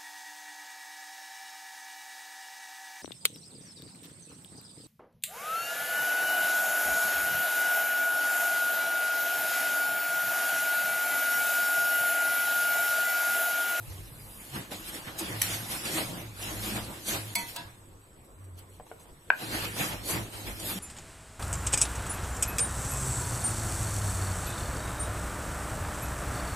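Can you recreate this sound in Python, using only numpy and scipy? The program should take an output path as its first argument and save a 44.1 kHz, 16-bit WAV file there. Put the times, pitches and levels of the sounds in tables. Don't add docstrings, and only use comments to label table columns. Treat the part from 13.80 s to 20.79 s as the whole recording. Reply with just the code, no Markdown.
import sys
import numpy as np
from scipy import signal
from scipy.io import wavfile
from scipy.ndimage import uniform_filter1d, minimum_filter1d

SR = 44100
rng = np.random.default_rng(int(sys.argv[2]) if len(sys.argv) > 2 else 0)


def file_out(sig):
    cols = np.atleast_2d(sig).T
    lim = np.clip(cols, -1, 1)
    pcm = np.round(lim * 32767).astype(np.int16)
    wavfile.write(sys.argv[1], SR, pcm)


def volts(x):
    e = np.asarray(x, float) / 20
    return 10 ** e


N = 308252

# pitch_hz, density_db (per Hz)
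FAN_COLOUR = [(82, -44), (140, 7.5), (258, -10), (320, 3.5), (422, -16.5), (484, 0.5), (534, -5.5),
              (824, -3.5), (965, -5), (1040, -6), (3080, -4.5), (6260, -5), (11500, -3.5), (14000, -7.5),
              (15500, -9)]
# pitch_hz, width_hz, level_db
ROOM_MODES = [(161, 260, -21.5), (249, 1.7, -7), (316, 30, 2), (504, 59, -16)]
# pitch_hz, density_db (per Hz)
HUSH_COLOUR = [(15, -29), (25, -8), (69, -8.5), (107, 7), (152, -41), (188, -25), (221, -18), (246, -7.5),
               (509, -12), (614, -14.5), (782, -18.5), (970, -14), (5140, -39), (8130, -34.5), (15500, -30)]
HUSH_DB = -55
# pitch_hz, width_hz, level_db
COIL_WHINE = [(7390, 60, -80), (7950, 120, -71), (8085, 130, -69), (8100, 900, -70)]
# pitch_hz, correlation (-1 to 1)
PORT_LIKENESS = [(60, 1), (130, 0.89), (290, 0.85), (640, 0.49), (1410, -0.28), (3100, 0.11), (6820, 0.45),
                 (15000, 0.5)]

# time_s, level_db
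AJAR = [(0.0, -58), (0.12, -50), (0.31, -59.5), (0.7, -49.5), (0.88, -53.5), (1.6, -49.5), (2.4, -46.5),
        (2.53, -55.5), (2.7, -40.5), (3.05, -47), (3.2, -47), (3.5, -46.5), (3.9, -60.5), (4.15, -67),
        (5.0, -70), (5.5, -63.5), (5.65, -66.5), (6.99, -42)]
# peak_s, opening_s, closing_s, level_db,
# brightness_db
OPENINGS = [(0.758, 0.03, 0.088, -36, -7), (0.918, 0.0046, 0.12, -38.5, -3),
            (1.097, 0.077, 0.024, -39, 0), (1.149, 0.039, 0.069, -38, -2),
            (1.281, 0.042, 0.051, -39, -11.5), (1.395, 0.0099, 0.028, -40.5, 10),
            (1.43, 0.064, 0.45, -36.5, -8), (1.634, 0.015, 0.2, -41, 8.5),
            (1.743, 0.097, 0.066, -32.5, -2), (1.925, 0.056, 0.12, -34, 0.5),
            (2.059, 0.027, 0.1, -32.5, -2.5), (2.133, 0.032, 0.16, -37, 5),
            (2.183, 0.051, 0.057, -28.5, -7), (2.41, 0.72, 0.099, -46.5, -23),
            (2.633, 0.054, 0.13, -37, -1.5), (2.855, 0.069, 0.17, -34, -2.5),
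            (2.969, 0.029, 0.032, -31.5, -7), (3.09, 0.062, 0.051, -50.5, -31),
            (3.294, 0.029, 0.096, -31, 2.5), (3.353, 0.06, 0.058, -34.5, -15.5),
            (3.598, 0.073, 0.08, -40.5, 1), (3.692, 0.025, 0.063, -43.5, 5),
            (3.8, 0.085, 0.11, -45, -12), (0.25, 0.54, 0.9, -56.5, -7),
            (4.791, 0.021, 0.041, -53, -3), (4.951, 0.1, 0.048, -63.5, 3.5),
                 (5.076, 0.033, 0.2, -60.5, -3), (5.2, 0.015, .04, -78, 6), (5.298, 0.042, 0.016, -63, -30),
                 (5.626, 0.058, 0.21, -36.5, -6), (5.744, 0.052, 0.2, -31.5, -6),
                 (5.851, 0.03, 0.051, -36.5, -3.5), (6.007, 0.055, 0.12, -29, -3.5),
                 (6.121, 0.027, 0.071, -37, -12), (6.262, 0.023, 0.072, -51.5, 13),
                 (6.308, 0.044, 0.083, -33.5, 4.5), (6.353, 0.1, 0.081, -37, -22.5),
                 (6.54, 0.02, 0.16, -41.5, -3.5), (6.678, 0.033, 0.058, -36.5, -8),
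                 (6.81, 0.031, 0.085, -58, 12), (6.907, 0.073, 0.054, -34, 3)]
REST_BODY_DB, REST_TREBLE_DB, BODY_DB = 7, -2, 2
BODY_LAG_S, TREBLE_LEAD_S = 0.001, 0.004
EDGE_DB = 12
OPEN_SHAPE, BOOM_SHAPE = 1.11, 3
BOOM_LEAK_DB = -10

# peak_s, fading_s, pitch_hz, level_db
BOOMS = [(0.0, 0.068, 109.3, -39), (0.16, 0.09, 96.2, -39.5), (0.33, 0.18, 113.1, -50.5),
         (0.47, 0.17, 97.8, -52.5), (0.99, 0.027, 105.5, -47), (1.32, 0.087, 114.8, -49.5),
         (1.56, 0.094, 107.9, -35), (1.728, 0.14, 108, -37.5), (1.9, 0.059, 119.4, -46),
         (2.061, 0.026, 114, -51), (2.23, 0.15, 115.8, -43.5), (2.47, 0.07, 107.2, -39),
         (2.63, 0.14, 98, -44), (2.799, 0.055, 104, -36), (2.96, 0.17, 110.8, -40.5),
         (3.43, 0.13, 106.8, -36.5), (3.681, 0.052, 101.2, -50.5), (3.859, 0.12, 119.5, -52),
         (4.101, 0.19, 97.3, -53), (4.7, 0.157, 93, -41), (4.921, 0.074, 94, -46.5),
         (5.24, 0.098, 94.9, -59.5), (5.68, 0.046, 120.7, -42), (5.799, 0.14, 103.8, -40.5),
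         (5.96, 0.19, 104, -42.5), (6.17, 0.1, 108, -41.5), (6.39, 0.089, 106.8, -34),
         (6.61, 0.11, 104.9, -43), (6.819, 0.15, 104, -43.5)]
# peak_s, fading_s, level_db
THUDS = [(0.1, 0.037, -37.5), (0.22, 0.078, -44), (0.42, 0.28, -49), (0.84, 0.19, -56), (1.06, 0.093, -48),
         (1.46, 0.28, -53), (1.71, .1, -53), (1.93, .05, -46), (2.06, 0.032, -46), (2.35, 0.53, -51),
         (2.76, 0.13, -47), (2.88, 0.31, -42), (3.331, 0.091, -44.5), (4.54, .06, -50), (5.3, 0.066, -52.5),
         (5.8, 0.15, -42), (6.0, 0.1, -56), (6.17, 0.098, -42), (6.369, 0.12, -41.5), (6.56, 0.019, -41),
         (6.7, .07, -37), (6.99, 0.23, -48)]
DEEP_UNDER_DB, UPPER_UNDER_DB = -35, -6
UPPER_HZ = 104
BOOM_RISE = 0.854

# time_s, level_db
SIZZLE = [(0, -52.5), (0.3, -55.5), (0.55, -49), (0.72, -51.5), (0.9, -73), (1.2, -80)]
# peak_s, length_s, pitch_hz, level_db
SWELLS = [(0.26, 0.28, 137, -52.5), (1.28, 0.011, 480, -70), (0.78, 0.057, 133, -44.5),
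          (1.421, 0.017, 320, -37.5), (2.165, 0.029, 310, -37), (2.93, 0.11, 207, -40.5),
          (3.6, 0.048, 190, -49), (6.054, 0.066, 316, -46), (7, 0.055, 184, -43)]
# start_s, peak_db, length_s, centre_hz
RUSTLES = [(0.909, -56, 0.0091, 5000), (1.395, -41, 0.021, 9200), (2.624, -31, 0.011, 8100),
           (3.273, -41, 0.013, 8900), (4.44, -54, 0.03, 11400), (4.638, -52, 0.023, 9100),
           (4.769, -55, 0.042, 4030), (4.791, -39, 0.0045, 11170), (5.191, -47.5, 0.06, 8500),
           (6.796, -31.5, 0.015, 9070)]
# peak_db, length_s, centre_hz
TICKS = [(-36, .012, 7900), (-39, .014, 12000), (-26.5, 0.057, 420), (-33, 0.056, 610), (-28, 0.11, 280),
         (-27.5, .1, 680), (-39.5, 0.11, 850), (-26.5, 0.041, 710), (-26, 0.048, 690), (-26, 0.072, 750),
         (-27, 0.073, 185), (-32.5, 0.15, 2100), (-39, .006, 370), (-58, .006, 2200), (-44, 0.0093, 2400),
         (-33, 0.047, 1000), (-35, 0.071, 990)]
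TICK_S = [1.388, 1.0, 0.906, 1.39, 6.87, 2.95, 3.08, 5.82, 5.96, 6.28, 6.44, 1.635, 5.256, 5.093, 0.908,
          1.27, 6.08]

# start_s, level_db, dying_s
SNAP = [
    (1.6162, -4, .0011),
    (1.6178, 0, .0012),
    (1.6192, -3, .0010),
    (1.6203, -9, .0016),
    (1.6281, -8, .0006),
]
# pitch_hz, width_hz, level_db
EDGE = [(2250, 160, -7.5), (6000, 150, -5.5), (7900, 94, -3), (10200, 127, -2), (11400, 155, -2),
        (13600, 250, -8), (3080, 45, -12.5)]
SNAP_DB = -9
# start_s, peak_db, crack_db, length_factor, brightness_db (per octave)
CLINKS = [
    (3.552, -17.5, 3.5, 0.7, 1.5),
    (3.759, -27, 2.5, 1, 2),
]
STEEL_HZ = [684, 944, 1530, 2007, 2150, 2247, 2610, 2950, 3270, 3467, 4200, 4394, 4540, 5250, 5860, 6430,
            7892, 10100, 11090, 11350]
# level_db, t60_s
STEEL = [(-5, 0.29), (4, 0.42), (-16, 0.44), (-7, 0.65), (7, 0.089), (3.5, 0.16), (-16, 1), (-16, 0.28),
         (-18, 0.46), (-10, 0.32), (-5.5, .45), (-3.5, 0.2), (-7, 0.22), (-18, 0.37), (-10, 0.41),
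         (-15, 0.36), (5, 0.13), (-0.5, 0.16), (-7.5, 0.28), (-9, 0.27)]
REST_HZ = [684, 937, 978, 1522, 1653, 1986, 2610, 2735, 3268, 3510, 3902, 4093, 4538, 5250]
# level_db, t60_s
REST = [(2, 0.23), (9.5, 0.12), (7, 0.14), (-11, 0.36), (-6.5, 0.95), (-11, 0.49), (-7, 0.21), (-6, 0.22),
        (-9, .12), (-9, 0.37), (-6, 0.19), (-10, 0.29), (-8.5, 0.24), (-13, 0.5)]
GRIP_S = [0.15, .105]

# start_s, peak_db, pitch_factor, rattle (0 to 1)
KNOCKS = [
    (4.998, -34, 1.08, 0.55),
    (5.066, -42.5, 1.2, 0.2),
    (5.114, -30, 0.98, 0.32),
    (5.256, -45, 1.06, 0),
    (5.502, -4.5, 0.99, 0.55),
]
# pitch_hz, level_db, t60_s
PLATE = [(563, -25, 0.085), (787, -9.5, 0.037), (987, 1, 0.023), (1590, 4.5, 0.21), (1990, -8, 0.082),
         (2420, 2, 0.017), (3340, -24, 0.03), (4650, -23, 0.047)]
# pitch_hz, level_db, t60_s
RIM = [(465, -9, 0.08), (573, -7.5, 0.05), (694, 9.5, 0.016), (923, -8, 0.041), (1490, -5, 0.02),
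       (2250, -12, 0.027), (2910, -9.5, 0.018)]
BOUNCE_S = .0078
# delay_s, level_db
SETTLE = [(.0105, -23), (.0195, -21), (.028, -27), (.0325, -21), (.040, -23), (.046, -29)]
# pitch_hz, t60_s
KITCHEN = [(200, 1), (1000, 0.21), (4000, 0.26), (12000, 0.06)]

# pitch_hz, share
STARVE_MID = [(2500, 0), (3500, .14), (5000, .38), (6500, .4), (7500, .28), (9000, .32), (10500, .15),
              (12000, .18), (13500, .35), (14500, .6), (15150, 1.1)]
# pitch_hz, share
STARVE_SIDE = [(4300, 0), (4900, .45), (6500, .68), (14500, .72), (15100, 1.1)]
# start_s, length_s
MASKED = [(1.64, .02), (3.575, .09)]
MASK_DB = -3.5
COARSE_DB = -1
# centre_s, half_length_s
DROPOUT = (3.546, 0.0028)


def evened(x):
    return x / np.sqrt(np.mean(x ** 2) + 1e-20)


def read(points, hz):
    f, value = np.transpose(points)
    return np.interp(np.log(hz + 1), np.log(f + 1), value)


def add(mix, s, sound):
    part = mix[round(s * SR):][:len(sound)]
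    part += sound[:len(part)]


def resonate(x, hz, width):
    turn = np.exp(2j * np.pi * np.cumsum(hz * np.ones(x.shape[-1])) / SR)
    r = np.exp(-np.pi * width / SR)
    return 2 * (turn * signal.lfilter([1 - r], [1, -r], x / turn)).real


def humps(t, s, rise, fall, db, shape):
    u = t - s[:, None]
    span = np.where(u < 0, rise[:, None], fall[:, None])
    return volts(2 * (db[:, None] - EDGE_DB * abs(u / span) ** shape))


def airy(field_db, patchy_db):
    frames, hz = N // 128 + 5, np.fft.rfftfreq(512, 1 / SR)
    a, b, c, d, patches = rng.standard_normal((frames, 257, 5)).T
    patches = uniform_filter1d(patches, size=6, axis=0)
    patches = evened(uniform_filter1d(patches, size=16, axis=1))
    same = np.clip(read(PORT_LIKENESS, hz), -1, 1)[:, None]
    left = a + 1j * b
    right = same * left + np.sqrt(1 - same ** 2) * (c + 1j * d)
    z = np.array([left, right])
    z *= volts(field_db(hz, np.arange(frames) * 128 / SR) + patchy_db * patches)
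    return signal.istft(z, nperseg=512, noverlap=384)[1][:, :N]


def burst(length):
    u = np.arange(round(.2 * SR)) / SR / length
    return rng.standard_normal(len(u)) * (1 - np.exp(-8 * u)) * np.exp(-1.5 * u ** 2)


def ring(modes, length, tune, tilt_db, rise, rough):
    t = np.arange(round(.6 * SR)) / SR
    noise = rng.standard_normal((len(modes), len(t)))
    flutter = 1 + rough * evened(uniform_filter1d(noise, size=500))
    x = np.zeros(len(t))
    for (hz, db, t60), f in zip(modes, flutter):
        level_db = db + tilt_db * np.log2(hz / 2000) - 60 * t / (t60 * length)
        x += volts(level_db) * np.sin(2 * np.pi * hz * tune * t) * f
    x = x * (1 - np.exp(-t / rise))
    return x / abs(x).max()


def fan():
    s, rise, fall, db, tilt_db = np.transpose(OPENINGS)
    boom_s, fade, _, boom_db = np.transpose(BOOMS)
    centres = np.log([350, 1800, 8500])  # body, middle and treble (Hz)
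    bands = [(-0.5, BODY_LAG_S, BODY_DB, REST_BODY_DB),
             (-0.18, 0.00056, 0, 0.011),
             (0.92, -TREBLE_LEAD_S, 0.00039, REST_TREBLE_DB)]

    def field(hz, t):
        colour = read(FAN_COLOUR, hz) - 40 * (hz < 110)
        share = [np.interp(np.log(hz + 1), centres, row) for row in np.eye(3)]
        rest_db = np.interp(t, *np.transpose(AJAR))
        powers = []
        for k, lag, offset, rest in bands:
            opened = humps(t - lag, s, rise, fall, db + k * tilt_db + offset, OPEN_SHAPE).sum(0)
            powers.append(volts(2 * (rest_db + rest)) + opened)
        leak = humps(t, boom_s, BOOM_RISE * fade, fade, boom_db + BOOM_LEAK_DB, BOOM_SHAPE)
        powers[0] = powers[0] + leak.sum(0)
        lift_db = (-6, -2, -3)
        lifts = [w[:, None] * (10 * np.log10(p) + o) for w, p, o in zip(share, powers, lift_db)]
        return colour[:, None] + sum(lifts)

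    air = airy(field, 2.4) * volts(-10.5)
    return air + sum(volts(db) * resonate(air, hz, w) for hz, w, db in ROOM_MODES)


def boom():
    t, slow = np.arange(N) / SR, np.arange(0, N, 128) / SR
    rest_db = np.interp(slow, *np.transpose(AJAR))
    s, fall, hz, db = np.transpose(BOOMS)
    each = humps(slow, s, BOOM_RISE * fall, fall, db, BOOM_SHAPE)
    rest = volts(2 * (rest_db + UPPER_UNDER_DB))
    power = each.sum(0) + rest
    pitch = (hz @ each + UPPER_HZ * rest) / power
    s, fall, db = np.transpose(THUDS)
    thuds = humps(slow, s, BOOM_RISE * fall, fall, db, BOOM_SHAPE).sum(0)
    deep_power = thuds + volts(2 * (rest_db + DEEP_UNDER_DB))
    shake = uniform_filter1d(rng.standard_normal((4, N)), size=900)
    shake = evened(uniform_filter1d(shake, size=900))
    ports = np.array([[1], [-1]])
    deep_phase = 2 * np.pi * np.cumsum(55 + 11 * shake[0]) / SR
    deep = np.sin(deep_phase + 0.43 * shake[2] * ports)
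    upper_phase = 2 * np.pi * np.cumsum(np.interp(t, slow, pitch) + 4 * shake[1]) / SR
    upper = np.sin(upper_phase + 0.11 * shake[3] * ports)
    deep = deep * np.interp(t, slow, np.sqrt(deep_power))
    upper = upper * np.interp(t, slow, np.sqrt(power))
    return 0.8 * (deep + upper)


def hush_and_coil():
    hush = volts(HUSH_DB) * evened(airy(lambda hz, t: read(HUSH_COLOUR, hz)[:, None], 2.6))
    hiss = rng.standard_normal(N)
    whine = np.zeros(N)
    for k, (hz, width, db) in enumerate(COIL_WHINE):
        shifted = np.roll(hiss, shift=9000 * k)
        whine += volts(db) * evened(resonate(resonate(shifted, hz, width), hz, width))
    return hush + whine


def sizzle():
    crackle_db = 1.5 * rng.exponential(1, N // 64 + 1).repeat(64)[:N]
    fizz = rng.standard_normal(N) * volts(crackle_db)
    band = signal.butter(2, (8900, 13200), "band", fs=SR, output="sos")
    fizz = signal.sosfilt(band, fizz)
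    return volts(np.interp(np.arange(N) / SR, *np.transpose(SIZZLE))) * evened(fizz)


def swells():
    out, t = np.zeros(N), np.arange(SR // 2) / SR - 1 / 4
    for s, length, hz, db in SWELLS:
        rumble = evened(resonate(rng.standard_normal(len(t)), hz, hz / 12))
        add(out, s - 1 / 4, volts(db) * np.exp(-(t / length) ** 2) * rumble)
    return out


def rustles(rows):
    out = np.zeros(N)
    for s, db, length, hz in rows:
        add(out, s, volts(db) * resonate(burst(length), hz, min(hz, 3700)))
    return out


def snap():
    t = SNAP[0][0] + np.arange(round(.2 * SR)) / SR
    skips = sum(volts(db) * (t > s) * np.exp(-abs(t - s) / dying) for s, db, dying in SNAP)
    scratch = rng.standard_normal(len(t)) * skips
    edge = np.zeros(len(t))
    for hz, w, db in EDGE:
        edge += volts(db) * evened(resonate(resonate(scratch, hz, 4 * w), hz, 4 * w + 600))
    edge = edge + 0.35 * evened(np.diff(scratch, prepend=0))
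    edge = edge + 0.49 * evened(resonate(scratch, 4200, 2400))
    return volts(SNAP_DB) * edge / abs(edge).max()


def spatula():
    out = np.zeros(N)
    add(out, SNAP[0][0], snap())
    strikes = zip(CLINKS, (STEEL_HZ, REST_HZ), (STEEL, REST), GRIP_S)
    for (s, db, crack_db, length, tilt_db), pitches, rows, grip in strikes:
        first = rows is STEEL
        rise = .003 if first else .007
        modes = [(hz, *row) for hz, row in zip(pitches, rows)]
        chatter = np.diff(burst(0.015))
        chatter = chatter * np.minimum(np.arange(len(chatter)) / SR / rise, 1)
        rasp = volts(0 if first else -16) * 0.18 * chatter
        rasp = rasp + sum(volts(g + 13.0) * resonate(chatter, hz, 222) for hz, g, _ in modes)
        rung = ring(modes, length, 1, tilt_db, .005 if first else .007, .22)
        age = np.arange(len(rung)) / SR
        rung = rung * (.15 + .85 / (1 + (age / grip) ** 12))
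        add(out, s + .003 * first, volts(db - 4) * rung)
        add(out, s - .001, volts(db + crack_db) * rasp / abs(rasp).max())
    return out


def plate():
    out = np.zeros(N)
    band = signal.butter(2, (450, 3300), "band", fs=SR, output="sos")
    for s, db, tune, rattle in KNOCKS:
        hard = db > -20
        modes, rise, rough = (PLATE, .0003, .05) if hard else (RIM, .0012, .3)
        hit = volts(db) * ring(modes, 0.76, tune, 0, rise, rough)
        if hard:
            choke = np.exp(-(np.arange(len(hit)) / SR / 0.0051) ** 3)
            hit = -signal.sosfilt(band, hit * choke)
            for later, less_db in SETTLE:
                add(out, s + later, volts(less_db) * resonate(hit, 1560, 700))
        else:
            add(out, s + BOUNCE_S, -rattle * hit)
        add(out, s + 0.00039, hit)
    return out


def kitchen(x):
    taps = np.zeros((2, SR // 2))
    at = np.arange(300, SR // 2 - 20, 20)
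    at = at + rng.integers(0, 20, (2, len(at)))
    np.put_along_axis(taps, at, rng.choice([-1., 1.], at.shape), 1)
    hz, t, z = signal.stft(taps, SR, nperseg=256)
    decay = volts(-60 * t / read(KITCHEN, hz)[:, None])
    tail = signal.istft(z * decay, SR, nperseg=256)[1]
    return signal.fftconvolve(x[None], tail / np.linalg.norm(tail[0]), axes=1)[:, :N]


def starve(x):
    mid_side = np.array([x[0] + x[1], x[0] - x[1]]) / 2
    hz, t, z = signal.stft(mid_side, SR, "cosine", nperseg=2048)
    luck = np.repeat(rng.standard_normal((2, 129, len(t))), 8, axis=1)[:, :len(hz)]
    wide = np.repeat(luck[1, ::8], 32, axis=0)[:len(hz)]
    wide = evened(uniform_filter1d(wide, size=2))
    narrow = uniform_filter1d(luck[0], size=2)
    narrow = evened(uniform_filter1d(narrow, size=11, axis=0))
    luck = 1 / (1 + np.exp(-1.7 * np.array([narrow, wide])))
    share = np.array([read(STARVE_MID, hz), read(STARVE_SIDE, hz)])[..., None]

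    bright = uniform_filter1d(np.diff(x[0]) ** 2, size=128)
    jump = bright / (uniform_filter1d(bright, size=1024, origin=511) + 1e-12)
    sharp = -minimum_filter1d(-1. * (jump > 7.5) * (bright > 6e-4), size=300)
    attack = np.interp(t * SR, np.arange(N - 1), uniform_filter1d(sharp, size=1400)) > 1e-6

    power = abs(z) ** 2
    around = uniform_filter1d(power, size=70, axis=1)
    masked = np.any([(t > s) & (t < s + length) for s, length in MASKED], 0)
    weak = uniform_filter1d(power, size=9, axis=1) < volts(2 * MASK_DB) * around
    weak &= (hz > 2700)[:, None] & masked
    coarse = power < volts(2 * COARSE_DB) * uniform_filter1d(power, size=40, axis=1)
    weak |= coarse & (luck < 2.2 * share) & (hz > 3800)[:, None]
    mid_only = np.array([True, False])[:, None, None]
    strong = (power > 5 * around) & (hz < 14000)[:, None] & mid_only
    kept = ((luck > share) & ~weak) | strong | (attack & (hz < 15100)[:, None])

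    band = signal.butter(6, (15100, 15900), "band", fs=SR, output="sos")
    top = signal.sosfiltfilt(band, x) * uniform_filter1d(np.append(sharp, 0), size=100)
    mid, side = signal.istft(z * kept, SR, "cosine", nperseg=2048)[1][:, :N]
    return np.array([mid + side, mid - side]) + top / 2


def scene():
    steel, plastic = spatula(), plate() + rustles(RUSTLES)
    near = steel + plastic
    shade = np.roll(plastic - steel, shift=2)
    shade = resonate(resonate(shade, 3600, 2200), 3600, 2200)
    side = 0.9 * shade + .3 * np.gradient(steel)
    direct = np.array([near + side, near - side])
    echo = kitchen(volts(-6.0) * steel + volts(-13.5) * plastic)
    ticks = rustles([(s, *row) for s, row in zip(TICK_S, TICKS)])
    return direct + echo + fan() + boom() + swells() + hush_and_coil() + ticks + sizzle()


def roll_off(x):
    return signal.sosfilt(signal.butter(12, 16340, fs=SR, output="sos"), x)


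def record(dry):
    t = np.arange(N) / SR
    gap = 1 - np.exp(-((t - DROPOUT[0]) / DROPOUT[1]) ** 2)
    ports = volts(np.array([[-.3], [.3]]))
    return roll_off(starve(dry * gap * ports))


dry = scene()
out = record(dry)
file_out(out)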